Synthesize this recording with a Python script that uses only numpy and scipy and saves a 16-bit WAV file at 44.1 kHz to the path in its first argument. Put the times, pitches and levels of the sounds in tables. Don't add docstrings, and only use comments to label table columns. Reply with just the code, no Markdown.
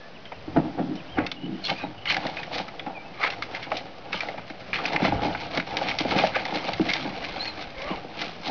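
import sys
import numpy as np
from scipy import signal
from scipy.fft import rfft, irfft, next_fast_len
from scipy.io import wavfile
from scipy.ndimage import map_coordinates

SR = 44100
rng = np.random.default_rng(int(sys.argv[2]) if len(sys.argv) > 2 else 0)


def store_pcm(level_fs):
    pcm = np.round(np.clip(level_fs, -1, 1) * 32767).astype(np.int16)
    wavfile.write(sys.argv[1], SR, np.atleast_2d(pcm).T)


def gain_from_db(level_db):
    decades = np.asarray(level_db, float) / 20
    return 10 ** decades


N = 374850


def unit(x):
    return x / np.sqrt(np.mean(x ** 2) + 1e-20)


def along(points, hz):
    f, value = np.transpose(points)
    return np.interp(np.log(hz + 1), np.log(f + 1), value)


def curves(rows):
    s, *columns = np.transpose(rows)
    return [np.interp(np.arange(N) / SR, s, column) for column in columns]


def wobble(rate):
    knots = rng.standard_normal(int(N * rate / SR) + 4)
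    return map_coordinates(knots, [np.arange(N) * rate / SR])


def filtered(x, response):
    size = next_fast_len(N + SR // 2)
    hz = np.fft.rfftfreq(size, 1 / SR)
    return irfft(rfft(x, size) * response(hz), size)[..., :N]


def two_pole(x, hz):
    return filtered(x, lambda f: 1 / (1 + 1j * f / hz) ** 2)


def ring(x, modes):
    def body(f):
        return sum((-1) ** k * gain_from_db(db) * 1j * f * width / (hz * hz - f * f + 1j * f * width)
                   for k, (hz, width, db) in enumerate(modes))
    return filtered(x, lambda f: body(f) / np.sqrt(np.mean(np.abs(body(f)) ** 2)))


def friction(slips_per_s, spread_db, smooth):
    size = np.minimum(rng.exponential(size=N), 3)
    slips = (rng.random(N) < slips_per_s / SR) * gain_from_db(spread_db * size) * rng.standard_normal(N)
    return unit(unit(slips) + smooth * rng.standard_normal(N))


def ringing_grains(per_s, low_hz, high_hz, cycles):
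    when, pitch, size = rng.random((int(per_s * N / SR), 3)).T
    hz = low_hz * (high_hz / low_hz) ** pitch[:, None]
    t = np.arange(SR // 40) / SR
    envelope = np.exp(-t * hz / cycles) * (1 - np.exp(-t / 0.00022))
    grain = gain_from_db(14 * size)[:, None] * np.sin(2 * np.pi * hz * t) * envelope
    at = (when * N).astype(int)[:, None] + np.arange(len(t))
    return unit(np.bincount(at.ravel(), grain.ravel())[:N])


def bursts(times, dbs, t60s, attack):
    out, t = np.zeros(N + SR), np.arange(SR // 10) / SR
    for s, db, t60 in zip(times, dbs, t60s):
        shape = gain_from_db(db - 60 * t / max(t60, .004)) * (1 - np.exp(-t / attack))
        out[round(s * SR):][:len(t)] += shape * rng.standard_normal(len(t))
    return out[:N]


def strokes(rows):
    t, main, second = np.arange(N) / SR, np.zeros(N), np.zeros(N)
    for s, db, over_db, rise, fade in rows:
        away = np.where(t < s, (s - t) / abs(rise), (t - s) / abs(fade))
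        power = gain_from_db(2 * (db - 20 * away))
        main = main + power
        second = second + power * gain_from_db(2 * over_db)
    return np.sqrt(main), np.sqrt(second)


def uneven(stroke, steady, pressure):
    wavering = stroke * unit(gain_from_db(1.0 * pressure))
    clumped = steady * unit(gain_from_db(1.9 * pressure))
    return np.hypot(wavering, clumped)


# f/Hz, relative level/dB per Hz
HISS_SHAPE = [(25, -12.5), (49, -22), (163, -9), (293, -13.5), (690, -9.5), (884, -17), (2130, -21),
              (4590, -24.5), (5500, -23), (7150, -57.5)]
# t/s, rms level/dB
BREEZE_LEVEL = [(0.0, -80), (0.57, -38.5), (1.02, -65), (1.2, -38.5), (1.38, -62.5), (2.09, -48),
                (3.01, -62.5), (3.34, -55), (4.99, -55.5), (5.16, -27), (5.27, -36), (5.43, -48),
                (5.75, -52), (6.17, -41.5), (6.62, -65), (6.79, -46.5), (7.54, -58.5), (8.5, -61)]


def garden():
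    hiss = unit(filtered(rng.standard_normal(N), lambda hz: gain_from_db(along(HISS_SHAPE, hz))))
    rumble_shape = [(12, -15.0), (25, -14.5), (60, -7.0), (105, -0.5), (160, -6.0), (300, -47.0)]  # f/Hz, dB
    lumps = gain_from_db(2.5 * wobble(15)) * rng.standard_normal(N)
    breeze = unit(filtered(lumps, lambda hz: gain_from_db(along(rumble_shape, hz))))
    return gain_from_db(-46 + 1.3 * wobble(5.7)) * hiss + gain_from_db(curves(BREEZE_LEVEL)[0]) * breeze


# start t/s, end t/s, start f/Hz, end f/Hz, level/dB, scale of the pitch smear/%
SQUEAKS = [(0, .1, 1720, 1740, -55.5, 1.5), (1.353, 1.486, 2870, 2950, -49, 1.7),
           (1.496, 1.622, 2900, 3000, -55, 3.3), (1.637, 1.672, 4170, 4240, -31, 1.5),
           (1.643, 1.678, 3370, 3380, -35, 1.6), (1.749, 1.852, 2450, 2500, -43, 3),
           (1.81, 1.867, 3920, 3830, -46.5, 1.2), (1.757, 1.797, 4750, 4800, -50, 1.5),
           (1.792, 1.85, 1594, 1550, -48.5, 2.6), (1.958, 2.044, 2850, 2950, -50, 3.2),
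           (2.07, 2.117, 3090, 2850, -29, 3.3), (2.065, 2.125, 2015, 2500, -31, 2.3),
           (2.08, 2.109, 4250, 4200, -31, 2.6), (6.888, 6.924, 2157, 2220, -27.5, 3.5),
           (2.38, 2.428, 2520, 2470, -40.5, 0.9), (7.393, 7.45, 4000, 4400, -32, 0.56),
           (7.438, 7.514, 4410, 4090, -36.5, 0.88), (7.45, 7.5, 2360, 2590, -42, .8),
           (7.885, 7.943, 2800, 2980, -45.5, 1.2)]


def squeaks():
    out, flicker, rasp = np.zeros(N), gain_from_db(3.9 * wobble(90)), gain_from_db(3 * wobble(400))
    waver = wobble(120) / 2 + 1.3 * wobble(700)
    for start, end, start_hz, end_hz, db, smear in SQUEAKS:
        at = np.arange(round(start * SR), round(end * SR))
        hz = np.linspace(start_hz, end_hz, len(at)) * (1 + smear / 100 * waver[at])
        tone = np.sin(2 * np.pi * np.cumsum(hz) / SR)
        envelope = unit(flicker[at] * rasp[at]) * signal.windows.tukey(len(at), .3)
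        out[at] += np.sqrt(2) * gain_from_db(db) * envelope * tone
    return out


# f/Hz, width f/Hz, level/dB
FRAME_MODES = [(1283, 670, -4.5), (1414, 130, 0), (1630, 160, -5), (2119, 203, 5), (2450, 400, -2.5)]
# f/Hz, width f/Hz, level/dB
WIRE_MODES = [(2950, 940, -4.5), (3670, 170, 2.5), (3985, 470, -0.5), (4830, 880, -2), (5390, 510, -1)]
# t/s, paper level/dB, box level/dB
RUMMAGING = [(0, -68, -66), (1.3, -60.5, -53), (2.03, -60, -52), (2.25, -44.5, -39), (2.5, -53.5, -46.5),
             (2.78, -63, -45), (3.17, -57.5, -46.5), (3.4, -54.5, -42), (3.9, -57.5, -47),
             (4.3, -51.5, -42), (4.64, -58, -53), (4.83, -43.5, -34.5), (5.17, -52, -35.5),
             (5.45, -45, -42), (5.9, -43, -34.5), (6.6, -41.5, -36.5), (7.2, -45, -38.5),
             (7.8, -46.5, -44.5), (8.03, -56.5, -45.5), (8.5, -56.5, -45.5)]
# peak t/s, frame level/dB, wires level/dB over the frame,
# rise t/s and fade t/s over 20 dB
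DOOR_RUBS = [(1.182, -35.5, -31.5, 0.025, 0.13), (1.651, -46, 16, 0.014, 0.078),
             (1.701, -32.5, 0.5, 0.049, 0.047), (1.83, -44, -2.5, 0.3, .08),
             (2.06, -43.5, -2, 0.013, 0.092), (2.105, -27.5, -1.5, 0.034, 0.06),
             (2.544, -35.5, 2, 0.031, 0.11), (2.604, -36, 1.5, 0.076, 0.019), (3.213, -32, -8, .01, .1),
             (3.238, -25, -8, 0.033, 0.062), (3.277, -30.5, -6, 0.11, 0.011),
             (3.335, -37, -4.5, 0.04, 0.031), (3.424, -34.5, -1.5, 0.0095, 0.043),
             (3.555, -33.5, -3.5, 0.026, 0.037), (3.64, -39.5, -3, 0.072, 0.046),
             (3.776, -41, 0.5, 0.11, 0.066), (4.136, -34, 0.5, 0.018, 0.098),
             (4.232, -35.5, -3, 0.043, 0.03), (4.38, -41.5, -14, 0.017, 0.053),
             (4.739, -28.5, -5.5, 0.0063, 0.12), (4.862, -32, 1.2, 0.026, 0.055),
             (4.95, -37, -4.5, 0.076, 0.031), (5.06, -29, -4, 0.099, 0.085),
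             (5.253, -37.5, 1.5, 0.038, 0.079), (5.89, -31.5, 1, 0.047, 0.054),
             (6.004, -28.5, 0, 0.021, 0.032), (6.125, -32, -0.5, 0.064, 0.055),
             (6.19, -24.5, -2, 0.04, 0.12), (6.36, -26, -7, 0.041, 0.053), (6.899, -33.5, 0, 0.025, 0.17),
             (7.02, -45.5, 5, 0.043, 0.058), (7.25, -37, -2.5, 0.052, 0.11),
             (7.917, -39.5, -5.5, 0.2, 0.082), (8.226, -37, 2.5, 0.13, 0.14),
             (8.471, -38, 3.5, 0.067, 0.052)]


def handling(pressure):
    on_frame, on_wires = strokes(DOOR_RUBS)
    steady = gain_from_db(curves(RUMMAGING)[0])
    scrape = friction(3000, spread_db=6.0, smooth=0.58)
    frame = ring(scrape, FRAME_MODES) + gain_from_db(-5) * ringing_grains(150, 998.0, 2700, cycles=7.8)
    wires = ring(scrape, WIRE_MODES) + gain_from_db(-5.5) * ringing_grains(200, 2700, 5300, cycles=21.0)
    frame_gain = uneven(on_frame, steady, pressure)
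    wires_gain = uneven(on_wires, gain_from_db(0.14) * steady, pressure)
    return frame_gain * frame + wires_gain * wires


# f/Hz, width f/Hz, level/dB
BOX_MODES = [(533.5, 71, 3), (631.4, 32.7, 6.5), (748.4, 102, 7.5), (886, 125, 3), (1230, 273, -8.5)]
# f/Hz, width f/Hz, level/dB
SHELL_MODES = [(141.4, 40, -4), (192, 22, 3), (243.3, 37, 1), (307.5, 37.3, 5.5), (385, 180, -12.5)]
# peak t/s, box level/dB, shell level/dB over the box,
# rise t/s and fade t/s over 20 dB
CARRIER_SHOVES = [(.5, -52.5, 11.5, 0.03, 0.1), (.57, -19.5, 8, 0.015, 0.038), (.64, -37, 5.5, 0.11, 0.14),
                  (.798, -29.5, 6, 0.061, 0.05), (.89, -43.5, 14.5, 0.21, 0.16),
                  (1.186, -24, -3.5, 0.03, 0.1), (1.487, -49.5, 20, 0.17, 0.13),
                  (1.706, -23, -4.5, 0.031, 0.042), (1.841, -30.5, 0.5, 0.039, 0.077),
                  (2.175, -32, -7.5, 0.11, 0.067), (2.595, -35, -4, 0.16, 0.044),
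                  (2.872, -31, -5.5, .015, 0.096), (3.24, -28.5, -22, 0.049, 0.096),
                  (3.722, -34.5, -7.5, 0.018, 0.13), (4.95, -27.5, -6.5, 0.052, 0.057),
                  (5.03, -28, 4, 0.02, 0.087), (5.265, -28, -1.5, 0.025, 0.084),
                  (5.585, -36, 3.5, 0.081, 0.04), (5.768, -26.5, -12, 0.07, 0.045),
                  (6.19, -23, -5.5, 0.13, 0.2), (6.81, -39, 9.5, 0.025, 0.1), (7.055, -34, 7, 0.084, 0.08),
                  (7.912, -39, -3, 0.11, 0.13), (8.226, -35.5, -3, 0.15, 0.16), (8.496, -31, 3, 0.06, .1)]


def shaking(pressure):
    on_box, on_shell = strokes(CARRIER_SHOVES)
    steady = gain_from_db(curves(RUMMAGING)[1])
    box = uneven(on_box, steady, pressure) * friction(600, spread_db=1.5, smooth=0.44)
    shell_gain = uneven(on_shell, gain_from_db(-6.5) * steady, pressure)
    shell = shell_gain * friction(250, spread_db=2.0, smooth=1.28)

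    def moved(share):
        return [(hz * (1 + share), width, db) for hz, width, db in BOX_MODES]

    fill = np.pi / 4 * (1 + np.tanh(wobble(8)))
    boxed = ring(box * np.sin(fill), moved(-.07)) + ring(box * np.cos(fill), moved(.035))
    return two_pole(boxed, 2700) + two_pole(ring(shell, SHELL_MODES), 970)


# t/s, f/Hz, level/dB
BIRD_NOTES = [
    [(.14, 2950, -55), (.158, 2955, -51), (.18, 2300, -51)],
    [(.26, 3057, -56), (.305, 3180, -52)],
    [(.33, 2980, -53), (.39, 2410, -58)],
    [(.97, 2780, -49), (.984, 3170, -50), (1.013, 2270, -44)],
    [(1.07, 2330, -56), (1.104, 3150, -49), (1.14, 3160, -47), (1.18, 2770, -51), (1.23, 2400, -62)],
    [(2.94, 2560, -48), (2.98, 2330, -45), (3.03, 2360, -53)],
    [(3.04, 2600, -54), (3.1, 2640, -54)],
]


def birds():
    out, waver, flutter_db = np.zeros(N), .009 * wobble(300), 2.5 * wobble(120)
    for note in BIRD_NOTES:
        s, hz, db = np.transpose(note)
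        at = np.arange(round(s[0] * SR), round(s[-1] * SR))
        glide = np.interp(at / SR, s, hz) * (1 + waver[at])
        phase = 2 * np.pi * np.cumsum(glide) / SR
        level = gain_from_db(np.interp(at / SR, s, db) + flutter_db[at])
        out[at] += np.sqrt(2) * level * signal.windows.tukey(len(at), .3) * np.sin(phase)
    return out


# t/s, reference level/dB, f/Hz, wires level/dB over the reference
CONTACTS = [(0.2542, -32, 3210, -15.5), (0.319, -26, 925, -24), (0.954, -42.5, 3670, -0.5),
            (1.185, -10, 1423, -33), (1.265, -18, 2680, -5.5), (1.3155, -22, 3500, -4),
            (1.7, -13.5, 2425, -7.5), (2.0559, -20.5, 2910, -14), (2.0989, -13.5, 2100, -8),
            (2.144, -14, 2185, -11), (2.1672, -11, 1627, -9.5), (2.2664, -21.5, 1870, -6.5),
            (2.369, -22, 2580, -12), (2.431, -23, 1910, -10.5), (2.5812, -26.5, 2480, -2.5),
            (2.6814, -28, 1320, -9), (2.795, -21, 3390, -16.5), (2.864, -27.5, 1000, -27),
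            (3.236, -10, 2090, -20), (3.302, -24, 2750, -3.5), (3.4229, -17, 1300, -7.5),
            (3.548, -21.5, 2060, -14.5), (3.6278, -30, 2340, -3), (3.717, -13.5, 1066, -21.5),
            (3.7682, -29.5, 2500, 4.5), (4.1291, -11.5, 2540, -16), (4.2057, -15, 2330, -12.5),
            (4.286, -24, 1950, -12), (4.4999, -28.5, 1560, -14.5), (4.7312, -10, 2420, -25.5),
            (4.8549, -11, 2480, -21), (4.9315, -19, 2030, -8), (4.9619, -4, 2190, -23),
            (5.0501, -11, 2050, -11.5), (5.349, -16.5, 1495, -30.5), (5.5739, -12, 2060, -8),
            (5.599, -13.5, 1500, -16.5), (5.769, -11.5, 2310, -5), (5.912, -15, 2520, -17.5),
            (5.9866, -15.5, 2540, -0.5), (6.2703, -19, 2790, -5), (6.354, -17.5, 2140, -11),
            (6.452, -22, 1970, -5.5), (6.557, -22, 4010, -3), (6.7339, -21.5, 4570, -2.5),
            (6.8916, -19.5, 2010, -5), (6.9349, -14, 2110, -1.5), (7.454, -24, 1975, -5.5),
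            (7.612, -31.5, 2300, -2), (7.818, -30, 2330, -2), (8.215, -19.5, 2030, -3.5),
            (8.4757, -25.5, 2460, 0.5)]


def clicks():
    s, db, hz, wires_db = np.transpose(CONTACTS)
    t60 = 0.018 * 2 ** (-db / 16)
    tones, t = np.zeros(N + SR), np.arange(SR // 10) / SR
    for start, level, pitch, life in zip(s, db, hz, t60):
        decay = gain_from_db(level - 3 - 60 * t / (0.41 * life))
        tone = decay * np.sin(2 * np.pi * pitch * t) * (1 - np.exp(-t / 0.0001))
        tones[round(start * SR):][:len(t)] += tone
    frame_db = db - 8 + 10 * np.log10(np.clip(1 - gain_from_db(2 * wires_db) / 2, .03, 1))
    frame = ring(bursts(s, frame_db, t60, attack=0.00075), FRAME_MODES)
    snap = np.bincount(np.round(s * SR).astype(int), gain_from_db(db + wires_db + 15), N)
    crackle = bursts(s, db + wires_db, 0.7 * t60, attack=0.00064)
    return tones[:N] + frame + ring(snap + crackle, WIRE_MODES)


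# t/s, box reference level/dB, shell level/dB over the box
BLOWS = [(0.321, -27.5, -19), (0.477, -38.5, 13), (0.563, -14, -10), (1.18, -16, -7), (1.834, -26.5, -13),
         (2.166, -19.5, -25), (2.252, -17.5, -9.5), (2.513, -25, -34), (2.598, -20.5, -13),
         (2.864, -25, -6), (3.236, -19, -30), (3.719, -14.5, -38), (4.142, -18.5, -10.5),
         (4.231, -22.5, -32), (4.287, -26, -28), (4.341, -25, -37), (4.381, -26, -8), (4.502, -25, -9),
         (5.001, -16.5, -21.5), (5.02, -19.5, 5), (5.05, -12.5, -21), (5.08, -19, -3.5),
         (5.122, -14.5, -9.5), (5.249, -18.5, 0.5), (5.302, -24.5, -5.5), (5.348, -21.5, -15),
         (5.457, -29.5, -8), (5.575, -18.5, -6), (5.814, -16.5, -40), (5.953, -30, -28),
         (6.004, -17.5, -6.5), (6.05, -15.5, -5), (6.117, -21, -10.5), (6.155, -19.5, 1.5),
         (6.181, -19, -13.5), (6.237, -8, -15.5), (6.361, -14.5, -27), (6.391, -24.5, -19.5),
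         (6.523, -20.5, -8), (6.558, -28.5, 3.5), (6.634, -32.5, -16), (6.6907, -16, -21),
         (6.796, -17.5, 9), (7.903, -21, -1.5), (8.046, -31.5, 1.5)]


def knocks():
    s, db, shell_db = np.transpose(BLOWS)
    at, t60 = np.round(s * SR).astype(int), np.full(len(s), .04)

    def push(level_db):
        return np.bincount(at, gain_from_db(level_db), N)

    box = push(db + 16.0) + bursts(s, db - 5.5, t60, attack=0.00013)
    shell = push(db + shell_db + 17.5) + bursts(s, db + shell_db, t60, attack=0.00041)
    return two_pole(ring(box, BOX_MODES) + ring(shell, SHELL_MODES), 2500)


# t/s, level/dB
WIND_PUFFS = [(4.145, -41.5), (7.2, -42), (7.31, -39.5), (7.66, -39), (7.77, -37), (7.86, -37), (7.94, -39)]


def puffs():
    puff_hz = 40
    out, turn = np.zeros(N + SR), np.arange(round(SR / puff_hz)) * puff_hz / SR
    for s, db in WIND_PUFFS:
        out[round(s * SR):][:len(turn)] += gain_from_db(db) * np.sin(2 * np.pi * turn) * np.sin(np.pi * turn)
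    return out[:N]


# t/s, f/Hz, level/dB, octave level/dB over the pitch
ANIMAL_WHINE = [(7.765, 520, -41, -11), (7.785, 545, -37, -11), (7.85, 560, -36, -8), (7.89, 600, -44, 6),
                (7.955, 430, -43, 6)]


def guinea_pig():
    hz, db, octave_db = curves(ANIMAL_WHINE)
    t = np.arange(N) / SR
    phase = 2 * np.pi * np.cumsum(hz * (1 + .04 * wobble(200))) / SR
    harmonics_db = [0, octave_db, -12, -11]
    voice = sum(gain_from_db(level + 3.5 * wobble(90)) * np.sin(k * phase)
                for k, level in enumerate(harmonics_db, 1))
    return gain_from_db(db) * voice * (t > ANIMAL_WHINE[0][0]) * (t < ANIMAL_WHINE[-1][0])


def yard(x):
    t = np.arange(SR // 4) / SR
    tail = rng.standard_normal(len(t)) * gain_from_db(-60 * t / 0.2) * (t > .003)
    return signal.fftconvolve(x, tail / np.linalg.norm(tail))[:N]


def scene():
    pressure = 0.56 * wobble(9) + wobble(25) + wobble(70)
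    carrier = handling(pressure) + shaking(pressure) + clicks() + knocks() + squeaks() + guinea_pig()
    song = birds()
    echo = gain_from_db(-13.0) * yard(carrier + 1.2 * song)
    return (carrier + song + echo + garden() + puffs())[None]


def roll_off(x):
    return signal.sosfilt(signal.butter(12, 7090, fs=SR, output="sos"), x)


# f/Hz, level/dB
PLAYBACK_FILTER = [(3000, 1), (5000, -2.5), (6000, -13), (6600, -27.5), (7000, -43), (7300, -53),
                   (8000, -90)]


def record(dry):
    keep_every = 4
    pressed = .6 * np.tanh(dry / .6)
    narrow = filtered(pressed, lambda hz: hz < SR / keep_every / 2)
    sampled = keep_every * narrow * (np.arange(N) % keep_every == 0)
    played = filtered(sampled, lambda hz: gain_from_db(along(PLAYBACK_FILTER, hz))) - .0047
    return roll_off(played)


dry = scene()
out = record(dry)
store_pcm(out)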